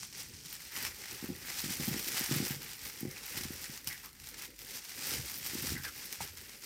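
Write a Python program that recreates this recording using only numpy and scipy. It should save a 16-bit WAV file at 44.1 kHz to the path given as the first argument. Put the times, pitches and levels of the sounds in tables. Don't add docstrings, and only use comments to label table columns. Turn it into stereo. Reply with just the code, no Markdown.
import sys
import numpy as np
from scipy import signal
from scipy.fft import rfft, irfft
from scipy.io import wavfile

SR = 44100
rng = np.random.default_rng(int(sys.argv[2]) if len(sys.argv) > 2 else 0)


def put_to_file(sound):
    columns = np.atleast_2d(sound).T
    safe = np.clip(columns, -1, 1)
    whole_steps = np.round(safe * 32767)
    wavfile.write(sys.argv[1], SR, whole_steps.astype(np.int16))


def volts_from_decibels(level):
    exponent = np.asarray(level, float) / 20
    return 10 ** exponent


N = 293265

# (time of peak [s], peak [dB], pitch [Hz])
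BUMPS = [(1.228, -34, 264), (1.243, -29.5, 276), (1.292, -32, 230), (1.303, -26, 250), (1.642, -31, 226),
         (1.662, -34, 232), (1.697, -34, 200), (1.708, -31, 210), (1.8, -29, 212), (1.812, -31.5, 230),
         (1.88, -27, 200), (1.885, -29, 195), (1.889, -28, 200), (1.914, -29.5, 205), (1.92, -33, 190),
         (1.946, -29.5, 260), (1.965, -29, 288), (2.212, -30.5, 262), (2.314, -23, 270), (2.321, -31, 170),
         (2.328, -33, 190), (2.369, -33, 170), (2.439, -33, 260), (2.363, -25.5, 230), (2.404, -22.5, 243),
         (2.428, -26, 236), (2.509, -28, 196), (3.032, -27, 250), (3.054, -26.5, 287), (3.072, -34, 170),
         (3.455, -32.5, 232), (3.507, -31.5, 267), (5.197, -34.5, 150), (5.554, -29, 285),
         (5.722, -31, 285), (5.741, -35, 145)]
# (time of peak [s], peak [dB], pitch [Hz])
WEAKER_BUMPS = [(1.318, -39, 200), (1.329, -38, 202), (1.687, -38, 240), (1.828, -41, 170), (1.84, -39, 270),
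                (2.071, -37, 320), (2.086, -37, 390), (2.294, -35, 250), (2.546, -39, 170), (2.567, -39, 161),
                (3.014, -39, 260), (3.082, -35.5, 212), (3.374, -36.5, 250), (3.41, -36, 266),
                (3.698, -37.5, 212), (3.875, -40, 190), (5.12, -40, 330), (5.149, -38, 330), (5.535, -35.5, 312),
                (5.587, -39, 282), (5.628, -37.5, 160), (5.641, -35, 298), (5.649, -36, 280), (5.678, -41, 240),
                (5.706, -37, 257), (5.753, -36, 203), (5.765, -35, 220), (5.801, -40, 170), (6.222, -42, 170)]
LEAN_S = .12
ROOM_T60_S, ROOM_DB = 0.17, -6.5


def rms_one(x):
    return x / np.sqrt(np.mean(x ** 2) + 1e-20)


def in_time(rows):
    s, *columns = np.transpose(rows)
    return [np.interp(np.arange(N) / SR, s, c) for c in columns]


def colour(x, points):
    hz = np.maximum(np.arange(2049) * SR / 4096, 1)
    point_hz, point_db = np.transpose(points)
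    log_gain = np.interp(np.log(hz), np.log(point_hz), point_db) * np.log(10) / 20
    cepstrum = irfft(log_gain)[:2048] * np.r_[1, 2 * np.ones(2047)]
    impulse = irfft(np.exp(rfft(cepstrum, 4096)))
    return signal.fftconvolve(x, impulse)[:N]


def drift(rate_hz):
    r = np.exp(-80 * np.pi * rate_hz / SR)
    white = rng.standard_normal(N // 40 + 2002)
    slow = signal.lfilter([1], [1, -2 * r, r * r], white)[2000:]
    return np.interp(np.arange(N) / 40, np.arange(len(slow)), rms_one(slow))


def ring(clicks, hz, t60):
    r, w = volts_from_decibels(-60 / (t60 * SR)), 2 * np.pi * hz / SR
    return signal.lfilter([0, np.sin(w)], [1, -2 * r * np.cos(w), r * r], clicks + 1e-18)


def fade(x, tau_s):
    r = np.exp(-1 / (tau_s * SR))
    return signal.lfilter([1 - r], [1, -r], x + 1e-18)


def below(x, hz):
    return signal.sosfiltfilt(signal.butter(3, hz, fs=SR, output="sos"), x)


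def swells(rows):
    t = np.arange(N // 40 + 1) * 40 / SR
    s, rise_s, fall_s, peak_db = np.transpose(rows)[..., None]
    drop_db = 10 * np.maximum((s - t) / rise_s, (t - s) / fall_s)
    power = volts_from_decibels(2 * (peak_db - drop_db)).sum(0)
    return np.interp(np.arange(N) / SR, t, power) + 1e-12


def add(out, s, sound):
    i = round(s * SR)
    out[..., i:i + sound.shape[-1]] += sound[..., :N - i]


def room(x):
    t = np.arange(SR // 2) / SR
    tails = rng.standard_normal((2, len(t))) * volts_from_decibels(-60 * t / ROOM_T60_S) * (t > .002)
    tails /= np.sqrt(np.sum(tails ** 2, axis=1, keepdims=True))
    return x + volts_from_decibels(ROOM_DB) * signal.fftconvolve(x, tails, axes=1)[:, :N]


def ports(x):
    # (frequency [Hz], gain [dB])
    port_left = [(650, -14), (800, -3.5), (1050, -6.5), (2050, 0), (3600, -4.5), (4500, -1.5), (5750, 2.5),
                 (6150, 1), (6500, -2.5), (8200, -2.5), (10600, -4.5), (11700, -12.5), (14000, -8),
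                 (15650, -14.5)]
    port_right = [(650, -15.6), (800, -8.4), (1000, -12.4), (2050, -0.3), (3800, -4.7), (5000, -1.2),
                  (5600, -5.0), (6050, -14.9), (6550, -7.2), (9400, -4.7), (11400, -7.2), (13500, 0.9),
                  (14300, -0.3), (15650, -10.2)]
    left = colour(x[0], [(250, -31)] + port_left)
    right = colour(x[1], [(250, -35)] + port_right)
    right = .3 * right + .7 * signal.lfilter(*signal.iirnotch(6060, 18, SR), right)
    return np.array([left, right])


def movement():
    # (time [s], level [dB], brightness [dB])
    stir_rows = [(0.0, -48.9, -1.7), (0.09, -56.9, -8.9), (0.44, -55.8, -5.4), (0.98, -52.8, -3.0),
                 (1.35, -56.9, -3.8), (1.7, -47.5, -0.5), (2.05, -47.8, 0.8), (2.45, -45.5, -0.0),
                 (2.6, -55.1, -0.1), (3.09, -70.5, -5.9), (3.5, -58.5, 1.3), (3.77, -53.5, -1.9),
                 (3.83, -71.4, -3.1), (4.55, -70.0, -6.4), (4.83, -59.5, -15.1), (5.5, -52.3, -0.2),
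                 (5.85, -59.6, -1.7), (6.65, -64.7, -3.2)]
    # (time of peak [s], rise [s per 10 dB], fall [s per 10 dB], peak [dB])
    brush_rows = [(0.039, 0.013, 0.017, -54.2), (0.207, 0.059, 0.032, -45.4), (0.33, 0.161, 0.197, -59.1),
                  (0.54, 0.063, 0.083, -49.8), (1.59, 0.076, 0.043, -40.1), (1.699, 0.067, 0.449, -45.0),
                  (1.841, 0.017, 0.103, -46.9), (2.08, 0.035, 0.287, -42.6), (2.861, 0.087, 0.104, -44.4),
                  (3.008, 0.056, 0.03, -48.6), (3.113, 0.014, 0.027, -50.3), (3.125, 0.009, 0.035, -55.8),
                  (3.384, 0.087, 0.05, -43.4), (3.653, 0.291, 0.069, -49.5), (3.904, 0.049, 0.103, -49.6),
                  (4.23, 0.066, 0.608, -58.5), (4.291, 0.058, 0.012, -52.9), (4.343, .009, .012, -51),
                  (4.383, .006, .025, -49), (4.455, .02, .008, -48), (4.608, 0.024, 0.065, -51.9),
                  (4.679, 0.028, 0.079, -53.3), (4.758, 0.074, 0.061, -45.4), (4.9, 0.022, 0.029, -47.0),
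                  (5.139, 0.157, 0.067, -37.2), (5.288, 0.066, 0.115, -46.1), (5.46, 0.035, 0.055, -44.6),
                  (5.592, 0.311, 0.031, -45.5), (5.68, 0.142, 0.088, -40.9), (6.051, 0.304, 0.071, -47.8),
                  (6.118, 0.035, 0.067, -45.5), (6.379, 0.048, 0.794, -55.0), (6.636, 0.015, 0.192, -52.3)]
    # (time of peak [s], rise [s per 10 dB],
    # fall [s per 10 dB], peak [dB])
    drag_rows = [(0.777, 0.065, 0.105, -43.4), (0.868, 0.086, 0.038, -44.7), (1.051, 0.09, 0.016, -55.0),
                 (1.11, 0.038, 0.04, -47.3), (1.248, 0.305, 0.049, -48.9), (1.506, 0.151, 0.042, -47.3),
                 (1.919, 0.235, 0.14, -45.2), (2.179, 0.033, 0.044, -39.7), (2.347, 0.167, 0.126, -40.9),
                 (2.508, 0.02, 0.035, -42.8), (2.645, 0.047, 0.135, -48.5), (3.206, 0.18, 0.289, -51.7),
                 (3.278, 0.011, 0.533, -51.2), (3.76, 0.045, 0.028, -51.6), (4.049, 0.095, 0.035, -53.9),
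                 (4.432, 0.089, 0.037, -50.5), (5.858, 0.027, 0.034, -45.4), (5.981, 0.024, 0.039, -50.3),
                 (6.221, 0.026, 0.055, -43.9), (6.533, 0.179, 0.037, -55.5)]
    stir_db, stir_bright_db = in_time(stir_rows)
    stir, brush, heavy = volts_from_decibels(2 * stir_db), swells(brush_rows), swells(drag_rows)
    power = stir + brush + heavy
    level_db = 10 * np.log10(power)
    move_bright_db = -1.05
    bright_db = (stir * stir_bright_db + (brush + heavy) * move_bright_db) / power
    drag = stir * volts_from_decibels(2 * -11.4) + brush * volts_from_decibels(2 * -5.9) + heavy * volts_from_decibels(2 * -2)
    drag_db = 10 * np.log10(drag)
    body_db = drag_db - 11.6 + .03 * (drag_db - drag_db.mean())
    return level_db, bright_db, drag_db, body_db


def weight():
    # (time [s], boom level [dB])
    tread_rows = [(0.0, -58), (.3, -56), (.65, -60), (.89, -56), (1.11, -61), (1.31, -50.5), (1.6, -58),
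                  (1.81, -51), (1.93, -52), (2.4, -58), (2.84, -59), (3.09, -54), (3.43, -50), (3.54, -52),
                  (3.89, -56), (3.97, -60), (4.2, -62), (5.2, -45.5), (5.52, -53), (5.67, -51), (5.74, -41),
                  (6.22, -54), (6.32, -56), (6.4, -60)]
    # (time [s], rumble level [dB])
    rub_rows = [(.42, -64), (6.52, -63), (.95, -62), (3.25, -59), (3.63, -59), (3.88, -61), (4.44, -62),
                (5.26, -58), (5.5, -59), (5.92, -57), (6.12, -59), (6.35, -62)]
    rest_db, move_db, slip_db = -72, -8.8, -27
    slips = swells([(s, .01, .08, db + slip_db) for s, db, _ in BUMPS + WEAKER_BUMPS])
    rubs = swells([(s, LEAN_S, LEAN_S, db) for s, db in rub_rows])
    drags = volts_from_decibels(2 * (movement()[2] + move_db))
    rumble_power = volts_from_decibels(2 * rest_db) + drags + slips + rubs
    boom_power = swells([(s, .06, .06, db) for s, db in tread_rows]) + volts_from_decibels(2 * -75.)
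    return 10 * np.log10(rumble_power), 10 * np.log10(boom_power)


def leaning(white):
    # (time [s], rumble level [dB])
    lean_rows = [(.03, -61), (.33, -58), (.46, -60), (1.42, -61), (2.65, -59), (3.97, -65), (4.22, -61),
                 (5.45, -60)]
    power = swells([(s, LEAN_S, LEAN_S, db) for s, db in lean_rows])
    return np.sqrt(power) * rms_one(ring(white, 150, .03))


def rumble():
    # (frequency [Hz], density [dB per Hz])
    rumble_colour = [(59, -31), (100, -1), (184, -3.5), (242, -3), (356, -3.5), (556, -7.5), (650, -20.5),
                     (840, -30), (1430, -120)]
    # (frequency [Hz], level [dB], T60 [s])
    low_modes = [
        (52.2, -68, 0.79),
        (80.6, 0.5, 0.24),
    ]
    rumble_db, boom_db = weight()
    white = rng.standard_normal((3, 2, N))
    noise = rms_one(np.array([colour(w, rumble_colour) for w in white[0]]))
    lumps = volts_from_decibels(rumble_db + 3.16 * drift(15)) * noise
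    hum, boom = (volts_from_decibels(db) * rms_one(ring(w, hz, t60)) for w, (hz, db, t60) in zip(white[1:], low_modes))
    mid, side = lumps + leaning(white[0]) + hum + volts_from_decibels(boom_db) * boom
    return mid + .27 * side * np.array([[1], [-1]])


def knock():
    # (time [s], peak [dB])
    contact = [(6.206, -34.5)]
    # (frequency [Hz], level [dB], T60 [s])
    board_modes = [(170, -8.5, .1), (900, 1.5, 0.035), (807, -8, 0.12), (1260, -10, 0.034),
                   (1700, -14, 0.049), (2196, -8, .08), (2980, -20, 0.045)]
    click = np.zeros(N)
    s, peak_db = contact[0]
    click[round(s * SR)] = -volts_from_decibels(peak_db)
    return sum(volts_from_decibels(db) * ring(click, hz, t60) for hz, db, t60 in board_modes)


def snuffles():
    # (start [s], length [s], resonance at start [Hz], resonance at end [Hz],
    # level [dB])
    puffs = [(3.104, .06, 2100, 2100, -58), (3.155, .075, 2500, 2400, -56), (3.899, .075, 2050, 1900, -48),
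             (4.035, 0.07, 1300, 1130, -58), (5.753, .065, 1950, 1550, -46.5),
             (5.84, 0.061, 1730, 1448, -45.5), (5.85, .035, 2410, 2260, -53)]
    out = np.zeros((2, N))
    for s, length, start_hz, end_hz, level_db in puffs:
        t = np.arange(round(length * SR)) / SR
        white = rng.standard_normal((2, 3, 4000))
        shared = white[:, :2] + 0.46 * white[:, 2:]
        slow = signal.lfilter([1], [1, -2 * .97, .97 ** 2], shared)[..., -len(t):]
        phase = 2 * np.pi * np.cumsum(start_hz + (end_hz - start_hz) * t / length) / SR
        air = rms_one(slow[0] * np.cos(phase) + slow[1] * np.sin(phase))
        flutter = 1 + .6 * np.cos(2 * np.pi * 92 * (t - .003))
        envelope = np.minimum(t / 0.0032, 1) * (1 - t / length) ** 0.76
        add(out, s, volts_from_decibels(level_db + 5) * air * flutter * envelope)
    return room(out)


def claws():
    # (time [s], peak [dB])
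    catches = [(.0318, -40), (.1486, -41), (.262, -44), (.605, -43), (.7547, -32), (.851, -28), (1.04, -33),
               (1.058, -38), (1.352, -40), (1.485, -33), (1.503, -33), (1.65, -35), (1.9425, -34),
               (2.318, -32), (2.858, -38), (3.0525, -42), (3.08, -43), (3.41, -35), (3.534, -41),
               (3.9005, -33), (4.916, -40), (4.949, -40), (4.977, -40)]
    clicks = np.zeros(N)
    s, db = np.transpose(catches)
    clicks[(s * SR).astype(int)] = volts_from_decibels(db)
    return room(ring(clicks, 2000, .009) * np.ones((2, 1)))


def flicks():
    # (time [s], peak [dB], pitch [Hz])
    thin_edges = [(0.2123, -38, 13700), (0.2876, -42, 13500), (0.6049, -41, 13200), (0.7536, -36, 12700),
                  (0.8823, -34, 13400), (1.5343, -37, 14200), (1.5548, -32, 14100), (1.5717, -31, 13400),
                  (1.6181, -26, 14100), (1.7389, -30, 13800), (1.8606, -31, 13800), (1.881, -27, 14200),
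                  (2.0162, -29, 13900), (2.0681, -32, 13800), (2.0921, -29, 14700), (2.1046, -29, 13700),
                  (2.4861, -34, 13500), (2.5729, -36, 13900), (2.769, -37, 14400), (2.832, -34, 13800),
                  (3.4355, -34, 13800), (3.5074, -38, 13600), (3.5203, -35, 14000), (3.5373, -35, 13900),
                  (3.5627, -33, 13900), (3.6166, -33, 14000), (3.6234, -36, 14100), (3.7288, -39, 12300),
                  (3.8446, -34, 13800), (3.8736, -24, 13000), (3.8816, -25, 13900), (3.8879, -35, 13100),
                  (3.9549, -40, 13800), (4.0592, -38, 13600), (4.2881, -32, 13600), (4.3924, -39, 13700),
                  (4.4212, -31, 14000), (4.4354, -38, 14900), (4.7086, -34, 13500), (4.745, -36, 13900),
                  (4.8907, -38, 13700), (4.955, -40, 14300), (5.0798, -33, 14800), (5.2359, -38, 14200),
                  (5.6235, -31, 13600), (5.667, -30, 13800), (5.833, -37, 13900), (5.9627, -39, 13800),
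                  (6.123, -29, 14300), (6.2164, -35, 13700), (6.2224, -36, 13800), (6.6227, -41, 13800)]
    # (time [s], peak [dB], pitch [Hz])
    broad_edges = [(.0594, -44, 4500), (.4055, -45, 3500), (.4594, -41, 4200), (.5531, -42, 8000),
                   (1.68, -33, 6000), (1.739, -35, 10000), (1.755, -36, 5800), (1.838, -33, 5800),
                   (2.135, -35, 5800), (3.1117, -40, 5900), (3.6415, -36, 7770), (3.8745, -30, 5570),
                   (3.8884, -35, 5610), (4.5629, -44, 7760), (4.895, -38, 7500)]
    releases = thin_edges + broad_edges
    out, t = np.zeros((2, N)), np.arange(400) / SR
    width = .15
    for s, peak_db, hz in releases:
        burst = rng.standard_normal((2, len(t))) * np.exp(-t / .0007)
        band = [hz * (1 - width), min(hz * (1 + width), .45 * SR)]
        spit = signal.sosfilt(signal.butter(1, band, "band", fs=SR, output="sos"), burst)
        add(out, s, volts_from_decibels(peak_db + 10) * spit / np.abs(spit).max())
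    return ports(room(out))


def bumps():
    # (frequency [Hz], level [dB], T60 [s])
    cushion_modes = [(81.5, -10, 0.087), (147.2, -9.5, 0.1), (250, -19.5, 0.063), (364.7, -15, 0.21)]
    # (frequency [Hz], level [dB], T60 [s])
    shell = (790, -23.5, 0.043)
    out, taps = np.zeros(N), np.zeros(N)
    slips = BUMPS + WEAKER_BUMPS
    for s, peak_db, hz in slips:
        turns = np.arange(-300, 1200) / SR * hz
        late = np.maximum(turns, 0)
        swing = turns - 0.37 * late ** 2 / (1 + late) - .15 * np.minimum(turns, 0) ** 2
        shape = np.where(turns < 0, np.exp(-(turns / .5) ** 2), np.exp(-(late / .85) ** 1.3))
        add(out, s - 300 / SR, -volts_from_decibels(peak_db) * np.cos(2 * np.pi * swing) * shape)
        taps[round((s - .002) * SR)] = volts_from_decibels(peak_db + shell[1])
    out -= below(out, 64)
    rung = sum(volts_from_decibels(db - 38) * ring(out, hz, t60) for hz, db, t60 in cushion_modes)
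    return out + rung + ring(taps, shell[0], shell[2])


def snaps():
    # (time [s], peak [dB], brightness [dB])
    snapping_folds = [(0.0316, -27.5, -22), (0.1271, -36, -14), (0.4603, -37, -21), (0.5273, -29, -9),
                      (0.553, -34, -16), (0.85, -18.5, -15), (0.8654, -27, -16), (1.6788, -31, -30),
                      (1.8361, -30, -20), (3.3732, -29, -5.5), (3.6427, -25, -15), (3.8452, -42, -5),
                      (3.8674, -37, -8), (3.8722, -21, -24), (3.889, -31, -24), (4.2416, -33, -18),
                      (4.2712, -32, -22), (4.289, -33, -16), (4.4362, -33, -17), (4.5617, -52, -3),
                      (5.3852, -41, 4), (5.4634, -23, -10), (5.836, -29, -22), (6.1265, -25, -8.5),
                      (6.2095, -29, -16), (6.3724, -30.5, -21), (6.6228, -39, -17), (6.6434, -33, -31)]
    # (time [s], peak [dB])
    further_folds = [(.2107, -39), (2.7328, -29.5), (3.4357, -25), (3.5613, -34), (3.7758, -29),
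                     (3.8744, -23), (3.8784, -29), (3.882, -33), (3.9277, -29.5), (4.0586, -36),
                     (4.0904, -38), (4.13, -39), (4.1998, -36), (4.4226, -33), (4.5042, -40), (4.5907, -30.5),
                     (4.6177, -36), (4.8487, -36), (5.2804, -28.5), (5.2974, -27.5), (5.4525, -26),
                     (5.851, -31)]
    out, t = np.zeros((2, N)), np.arange(2000) / SR
    folds = snapping_folds + [(s, db, -12) for s, db in further_folds]
    treble = signal.butter(2, 9000, "high", fs=SR, output="sos")
    envelope = np.minimum(t / .0003, 1) * (np.exp(-t / .0007) + .11 * np.exp(-t / .009))
    for s, peak_db, bright_db in folds:
        crack = rng.standard_normal((2, len(t))) * envelope
        top = signal.sosfilt(treble, crack)
        add(out, s, volts_from_decibels(peak_db + 6) * (crack + (volts_from_decibels(bright_db + 13) - 1) * top))
    return ports(room(out))


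def creases(level, per_s, spread_db, clump_db, smear_s):
    born = rng.random(N) < per_s * volts_from_decibels(clump_db * drift(25)) / SR
    power = born * volts_from_decibels(2 * spread_db * np.minimum(rng.exponential(1, N), 5))
    smeared = fade(fade(power, smear_s), smear_s)
    power = level ** 2 * (smeared / power.mean() + 0.44)
    wash = volts_from_decibels(2 * -7.) * fade(power, ROOM_T60_S / np.log(1e6))
    return np.sqrt(power + wash) * rng.standard_normal((2, N))


def rustle():
    # (time [s], left minus right [dB])
    place = [(0.0, 5.5), (0.7, -0.5), (1.31, -0.5), (1.67, -0.5), (2.68, -1), (3.67, 2.0), (3.91, -2),
             (5.0, 0), (5.87, -1), (6.11, 1.5), (6.45, -1.5), (6.65, 1)]
    splits_hz = 1150, 2750, 9500
    level_db, bright_db, drag_db, body_db = movement()
    pan_db = in_time(place)[0]
    level = volts_from_decibels(level_db + 0.4 * drift(14.0))
    heard = ports(creases(level, 1500, spread_db=3.5, clump_db=3.5, smear_s=0.00054))
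    fine = ports(creases(level, 500, spread_db=4.5, clump_db=4.0, smear_s=0.00015))
    coarse = ports(creases(level, 500, spread_db=4.0, clump_db=3.5, smear_s=.001))
    body, to_drag, to_middle = (below(heard, hz) for hz in splits_hz)
    coarse_drag = below(coarse, splits_hz[1]) - below(coarse, splits_hz[0])
    drag = (to_drag - body + coarse_drag) / np.sqrt(2)
    middle = (to_middle - to_drag) * volts_from_decibels(0.6 * drift(20.0))
    top = 0.45 * (heard - to_middle) + 0.67 * (fine - below(fine, splits_hz[2]))
    body = .45 * body + .75 * body.mean(0)
    drag = .8 * drag + .3 * drag.mean(0)
    low = volts_from_decibels(drag_db - level_db + 4.5) * drag + volts_from_decibels(body_db - level_db + 14.5) * body
    mix = middle + volts_from_decibels(bright_db + 2.4 + 1.1 * drift(20.0)) * top + low
    return volts_from_decibels(10) * mix * volts_from_decibels(np.array([pan_db, -pan_db]) / 2)


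def scene():
    low = (bumps() + rumble() + knock()) * volts_from_decibels([[1.7], [-1.7]])
    low[0] = np.roll(low[0], 2)
    return rustle() + snaps() + snuffles() + claws() + flicks() + low


def low_pass(x):
    return signal.sosfilt(signal.butter(12, 16490, fs=SR, output="sos"), x)


def record(dry):
    cut = signal.sosfilt(signal.butter(6, 42, "high", fs=SR, output="sos"), dry)
    cut = signal.sosfilt(signal.ellip(10, .5, 70, 15800, fs=SR, output="sos"), cut)
    return low_pass(cut)


dry = scene()
out = record(dry)
put_to_file(out)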